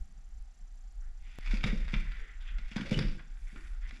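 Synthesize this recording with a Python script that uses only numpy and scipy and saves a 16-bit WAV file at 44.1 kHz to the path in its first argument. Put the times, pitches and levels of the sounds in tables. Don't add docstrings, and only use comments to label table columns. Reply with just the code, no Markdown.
import sys
import numpy as np
from scipy import signal
from scipy.fft import rfft, irfft
from scipy.io import wavfile
from scipy.ndimage import uniform_filter1d

SR = 44100
rng = np.random.default_rng(int(sys.argv[2]) if len(sys.argv) > 2 else 0)


def put_to_file(sound):
    columns = np.atleast_2d(sound).T
    safe = np.clip(columns, -1, 1)
    whole_steps = np.round(safe * 32767)
    wavfile.write(sys.argv[1], SR, whole_steps.astype(np.int16))


N = 176400
TIME = np.arange(N) / SR


def from_db(db):
    return 10 ** (np.asarray(db) / 20)


def rms_one(x):
    return x / np.sqrt(np.mean(x ** 2) + 1e-20)


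def level(rows):
    return from_db(np.interp(TIME, *np.transpose(rows)))


def colour(x, points, size=16384):
    hz, db = np.transpose(points)
    half = size // 2
    log_hz = np.log(np.arange(half + 1) * SR / size + 1)
    gain = rms_one(from_db(np.interp(log_hz, np.log(hz), db)))
    cepstrum = irfft(np.log(gain))
    cepstrum[1:half] *= 2
    cepstrum[half + 1:] = 0
    response = irfft(np.exp(rfft(cepstrum)))[:half]
    return signal.oaconvolve(x, response)[:N]


def lowpass(x, order, hz):
    return signal.sosfilt(signal.butter(order, hz, fs=SR, output="sos"), x)


def ring(x, hz, t60):
    r, w = np.exp(-np.log(1000) / (t60 * SR)), 2 * np.pi * hz / SR
    return signal.lfilter([0, np.sin(w)], [1, -2 * r * np.cos(w), r * r], x + 1e-18)


def add(track, s, sound):
    i = int(s * SR)
    track[i:i + len(sound)] += sound[:max(N - i, 0)]


def grains(per_s, spread_db):
    sizes = from_db(spread_db * np.minimum(rng.exponential(1, N), 4)) * rng.choice([-1, 1], N)
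    return rms_one(sizes * (rng.random(N) < per_s / SR))


def swell(s, rise, fall):
    out = np.zeros(N)
    near = slice(max(int((s - 4 * rise) * SR), 0), int((s + 4 * fall) * SR))
    t = TIME[near] - s
    out[near] = np.exp(-.5 * (t / np.where(t < 0, rise, fall)) ** 2)
    return out


# frequency in Hz, relative level in dB.
HISS_TONE = [(50,-4.5),(100,-1.5),(180,-1),(250,-5.5),(400,-15.5),(560,-16.5),(780,-4.5),(1000,-15),(1250,-12),(1900,-12),(2500,-16.5),(3800,-18),(4700,-16.5),(5500,-19),(8000,-21.5),(11000,-30),(14000,-39),(16000,-53)]

def hiss(db=-70.5):
    return from_db(db) * lowpass(colour(rng.standard_normal(N), HISS_TONE), 1, hz=9000)


# time in seconds, level in dB.
RUMBLE_LEVELS = [(0.0, -24), (0.09, -46.5), (0.39, -36), (0.5, -49), (1.26, -38), (1.39, -48.5),
                 (1.51, -29.5), (2.22, -32.5), (2.26, -45.5), (2.65, -31.5), (2.77, -44.5), (3.1, -27),
                 (3.23, -49.5), (3.44, -37.5), (3.48, -44.5), (3.64, -37.5), (3.92, -38), (4.0, -54)]
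# frequency in Hz, relative level in dB.
RUMBLE_TONE = [(12,-15),(22,-6),(33,2),(42,-6.5),(55,-16),(75,-30),(110,-44),(200,-54),(500,-86)]

def rumble():
    return level(RUMBLE_LEVELS) * rms_one(colour(rng.standard_normal(N), RUMBLE_TONE))


# frequency in Hz, relative level in dB.
WHINE_TONE = [(3000,-43),(5200,-6),(6000,6),(6500,-4),(7400,7),(7900,-30),(10000,-10.5),(14000,-45)]
TICK_TONE = [(4000,-12),(7400,4.5),(9700,-15),(10500,4.5),(11400,-8),(14000,-32),(16000,-40)]

def whine(swells_per_s=30, first_s=0.0119, tick_lag_s=0.0124, whine_db=-78.5, tick_db=-84):
    cycle = swells_per_s * (TIME - first_s)
    swells = np.abs(np.cos(np.pi * cycle)) ** 3
    ticks = np.cos(np.pi * (cycle - swells_per_s * tick_lag_s)) ** 60
    strength = from_db(2.5 * rng.standard_normal((1000, 2)))[np.round(cycle).astype(int)]
    flutter = colour(rms_one(swells * strength[:, 0] * rng.standard_normal(N)), WHINE_TONE)
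    ticking = colour(rms_one(ticks * strength[:, 1] * rng.standard_normal(N)), TICK_TONE)
    return from_db(whine_db) * flutter + from_db(tick_db) * ticking


# loudest moment in seconds, level in dB.
HAND_BUMPS = [(0.018,-61),(.11,-64),(.19,-65.5),(.40,-74.5),(0.608,-68.5),(2.521,-64.5),(2.60,-59.5),(3.87,-65)]
# frequency in Hz, relative level in dB.
BUMP_TONE = [(60,-16),(120,-10),(160,5.5),(210,-3),(300,-18),(600,-28),(2000,-46),(6000,-88)]

def bumps():
    volume = sum(from_db(db) * swell(s, rise=0.017, fall=0.024) for s, db in HAND_BUMPS)
    return volume * colour(rng.standard_normal(N), BUMP_TONE)


# loudest moment in seconds, relative level in dB,
# rise in seconds, fall in seconds, centre pitch in Hz.
RUB_STROKES = [(1.045,-67,0.023,0.032,1580),(1.31,-62,.06,0.11,2500),(1.48,-55,0.062,0.14,2020),(1.69,-44.5,0.027,0.021,2230),(1.82,-53.5,0.023,0.04,2080),(1.905,-50,0.016,0.016,2060),(1.985,-53,0.066,0.021,2120),(2.13,-53,0.13,0.14,2030),(2.30,-60,0.045,0.039,1860),(2.41,-59.5,0.0029,0.026,3400),(2.485,-53,0.022,0.029,2700),(2.50,-61.5,0.087,0.084,1530),(2.68,-58.5,0.13,.10,2110),(2.785,-46.5,0.016,.04,1570),(3.025,-46.5,0.025,0.02,1900),(3.195,-51.5,0.0067,0.01,1690),(3.33,-70,0.14,0.11,1620),(3.49,-58.5,0.021,0.035,2050),(3.58,-56.5,0.015,0.022,1770),(3.645,-55.5,.015,0.027,1910),(3.74,-65.5,0.048,0.036,1460),(3.85,-54.5,0.024,0.029,1970),(3.95,-67,0.045,0.029,2210)]
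# frequency in Hz, relative level in dB.
RUB_TONE = [(200,-22),(600,-15),(1000,-4),(1450,5),(1700,0),(1950,3.5),(2350,-2.5),(2900,-4.5),(3500,0),(4100,-13.5),(5000,-11.5),(8000,-30),(13000,-49),(16000,-50)]

def rubs(gain_db=-2.5):
    out = np.zeros(N)
    friction = colour(grains(per_s=4000, spread_db=4), RUB_TONE)
    for k, (s, db, rise, fall, hz) in enumerate(RUB_STROKES):
        shifted = np.roll(friction, k * N // len(RUB_STROKES))
        rustle = rms_one(signal.lfilter(*signal.iirpeak(hz, Q=3.1, fs=SR), shifted))
        out += from_db(db + gain_db) * swell(s, rise, fall) * rustle
    return out


# time in seconds, relative level in dB.
DIG_LEVELS = [(1.1,-105),(1.25,-69),(1.44,-60.5),(1.47,-51.5),(1.575,-50),(1.60,-70),(1.63,-55),(1.675,-44),(1.74,-55),(1.86,-58),(1.97,-52.5),(2.05,-64),(2.35,-69.5),(2.45,-68),(2.55,-81),(2.7,-59),(2.78,-56.5),(2.88,-51),(2.94,-45),(3.03,-51.5),(3.08,-57.5),(3.15,-60),(3.18,-76),(3.24,-74),(3.45,-68),(3.62,-66),(3.8,-69.5),(3.9,-61.5),(3.93,-56),(4,-61)]
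# frequency in Hz, relative level in dB.
PLASTER_TONE = [(150,-10.5),(400,-20),(700,-8),(1100,-6.5),(1500,1.5),(1750,-3),(2250,6.5),(2700,2),(3100,-6),(3500,2.5),(4050,-8),(4650,-3),(5300,-6),(6300,-12),(7300,-14),(8700,-22.5),(9900,-20.5),(11500,-29),(14000,-50),(16000,-60)]

def crunch(gain_db=-2.5, clump_db=5, clump_s=0.0077):
    wobble = np.clip(rng.standard_normal(N), -2, 2)
    clumps = rms_one(from_db(clump_db * np.interp(TIME / clump_s, np.arange(N), wobble)))
    crumbs = grains(per_s=800, spread_db=1) * clumps * level(DIG_LEVELS)
    return from_db(gain_db) * colour(crumbs, PLASTER_TONE)


def click(start_s=1.387, db=-32, fade_s=0.006):
    out = np.zeros(N)
    add(out, start_s, -from_db(db) * np.exp(-TIME / fade_s))
    return out


# start in seconds, relative level in dB, fade time in seconds,
# pitch of the chip in Hz, frequency in Hz above which the treble softens.
PLASTER_CRACKS = [(1.460,-45,0.011,2600,5050),(1.473,-44,0.0095,3320,6000),(1.511,-42.5,0.018,2400,6740),(1.541,-45,0.012,2540,5960),(1.570,-47.5,0.013,4800,7000),(1.6095,-45.5,0.0059,3370,5030),(1.633,-42,0.011,3660,6000),(1.6395,-27.5,0.004,3790,5800),(1.644,-34.5,0.0036,2290,3000),(1.675,-42.5,0.015,2380,8000),(1.881,-43,0.0054,2140,3930),(1.932,-45,0.0069,2470,4900),(1.9395,-31,0.0042,3670,3900),(1.945,-37,0.0065,2600,3000),(2.119,-52.5,0.0086,4700,7000),(2.584,-46,0.0071,2160,4660),(2.715,-49,0.018,3250,6000),(2.760,-38.5,.005,2700,4700),(2.766,-36,0.0051,980,8000),(2.781,-42,0.0089,1870,3980),(2.811,-41,0.0051,3400,7000),(2.858,-43.5,0.018,2080,5860),(2.912,-41,0.014,805,6100),(2.926,-39,.01,3500,10000),(2.990,-31.5,0.0048,5380,10200),(3.023,-42.5,0.0042,5600,8000),(3.083,-47,0.0043,5400,8000),(3.194,-52,0.012,1960,2200),(3.371,-59,0.0038,1800,3000),(3.559,-50,0.012,1540,2310),(3.909,-43.5,0.0032,2320,2600)]

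def cracks(gain_db=-0.5, chip_db=-6, chip_cycles=16):
    out, t = np.zeros(N), TIME[:SR // 10]
    breaks = colour(grains(per_s=9700, spread_db=5), PLASTER_TONE)
    for k, (s, db, fade_s, hz, edge_hz) in enumerate(PLASTER_CRACKS):
        run = breaks[k * len(t):(k + 1) * len(t)] * np.exp(-t / fade_s)
        run = rms_one(lowpass(run, 2, edge_hz))
        chip = from_db(chip_db) * rms_one(ring(run, hz, chip_cycles / hz))
        length_gain = np.sqrt(fade_s / (2 * t[-1]))
        add(out, s, from_db(db + gain_db) * length_gain * (run + chip))
    return out


# start in seconds, peak level in dB, pitch in Hz.
POLE_KNOCKS = [(1.535,-25.5,198),(1.64,-24,144),(1.660,-24.5,180),(1.729,-24,189),(1.934,-24,165),(1.962,-30.5,159),(2.589,-46,148),(2.714,-41,194),(2.762,-22,193),(2.798,-30,237),(2.815,-27.5,187),(2.852,-34.5,223),(2.916,-16.5,175),(2.967,-22.5,141),(2.986,-22.5,145),(3.007,-24.5,150),(3.045,-28.5,171),(3.064,-34,132),(3.154,-44,170),(3.528,-44.5,170),(3.558,-44,270),(3.925,-49,220)]

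def knocks(contact_hz=240, cycles=3.8):
    out, t = np.zeros(N), TIME[:SR // 10]
    push = np.exp(-2 * np.pi * contact_hz * t)
    for s, db, hz in POLE_KNOCKS:
        flex = ring(push, hz, cycles / hz)
        flex = ring(np.diff(flex, prepend=0), hz, cycles / hz)
        add(out, s, -from_db(db) * flex / np.abs(flex).max())
    return out


# pitch in Hz, relative level in dB.
WALL_NOTES = [(105,-30.5),(142,-18),(163,-14.5),(176,-22.5),(205,-21),(222,-23),(262,-27),(331,-25.5),(395,-36),(473,-37),(515,-29.5),(596,-36.5)]

def hollow_wall(gain_db=-4, drag_db=-21, ring_s=0.37):
    out = np.zeros(N)
    times, peaks_db, _ = np.transpose(POLE_KNOCKS)
    uneven_db = rng.normal(0, 0.83, (len(POLE_KNOCKS), len(WALL_NOTES)))
    drag = from_db(drag_db) * grains(per_s=300, spread_db=11) * level(DIG_LEVELS)
    for k, (hz, db) in enumerate(WALL_NOTES):
        blows = drag.copy()
        blows[(times * SR).astype(int)] += from_db(peaks_db + uneven_db[:, k])
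        out += from_db(db + gain_db) * ring(blows, hz, ring_s)
    return out


# loudest moment in seconds, level in dB, rise and fall time in seconds, pitch in Hz.
BOARD_JUDDERS = [(1.672,-48,0.017,461.7),(1.72,-53.5,0.034,440),(2.23,-67.5,0.039,470),(2.87,-49,0.0091,535),(2.925,-40.5,0.011,462),(2.985,-38.5,0.023,332),(2.995,-48.5,0.019,480),(3.05,-53,.02,335),(3.58,-62.5,0.03,340),(3.96,-63.5,.03,270)]
TIP_SQUEAKS = [(2.946,-35.5,0.0027,2970),(2.9545,-46,0.0026,2790),(2.973,-48,0.0042,2987)]

def stick_slip(rows, wander):
    out = np.zeros(N)
    for s, db, width_s, hz in rows:
        waver = rms_one(uniform_filter1d(rng.standard_normal(N), size=int(2 * SR / hz)))
        pitch_hz = hz * (1 + wander * waver)
        tone = np.sqrt(2) * np.sin(2 * np.pi * np.cumsum(pitch_hz) / SR)
        out += from_db(db) * swell(s, width_s, width_s) * tone
    return out


# time in seconds, level in dB.
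DUST_LEVELS = [(3.25,-100),(3.4,-76.5),(3.58,-75),(3.7,-74),(3.8,-91)]
# frequency in Hz, relative level in dB.
DUST_TONE = [(2000,-15),(5000,-6),(8000,-2),(9000,-14),(9700,0),(10600,-8),(12000,-18),(16000,-31)]

def dust():
    return colour(grains(per_s=3300, spread_db=2.5) * level(DUST_LEVELS), DUST_TONE)


def room(x, echo_db, low_fade_s=0.5, treble_fade_s=0.41, first_echo_s=0.0057):
    t, noise = TIME[:SR], rng.standard_normal(SR)
    low = lowpass(noise, 1, hz=4000)
    tail = low * from_db(-60 * t / low_fade_s) + (noise - low) * from_db(-60 * t / treble_fade_s)
    tail *= t > first_echo_s
    return x + from_db(echo_db) * signal.fftconvolve(x, tail / np.linalg.norm(tail))[:N]


def scene():
    scraping = rubs() + crunch() + cracks() + stick_slip(TIP_SQUEAKS, wander=0.043)
    board = knocks() + hollow_wall() + stick_slip(BOARD_JUDDERS, wander=0.16)
    wall = room(scraping, echo_db=-6) + room(board, echo_db=-7.5)
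    return (wall + dust() + bumps() + hiss() + rumble() + whine() + click())[None]


def record(dry):
    return signal.sosfilt(signal.cheby2(12, 60, 16000, fs=SR, output="sos"), dry)


dry = scene()
out = record(dry)
put_to_file(out)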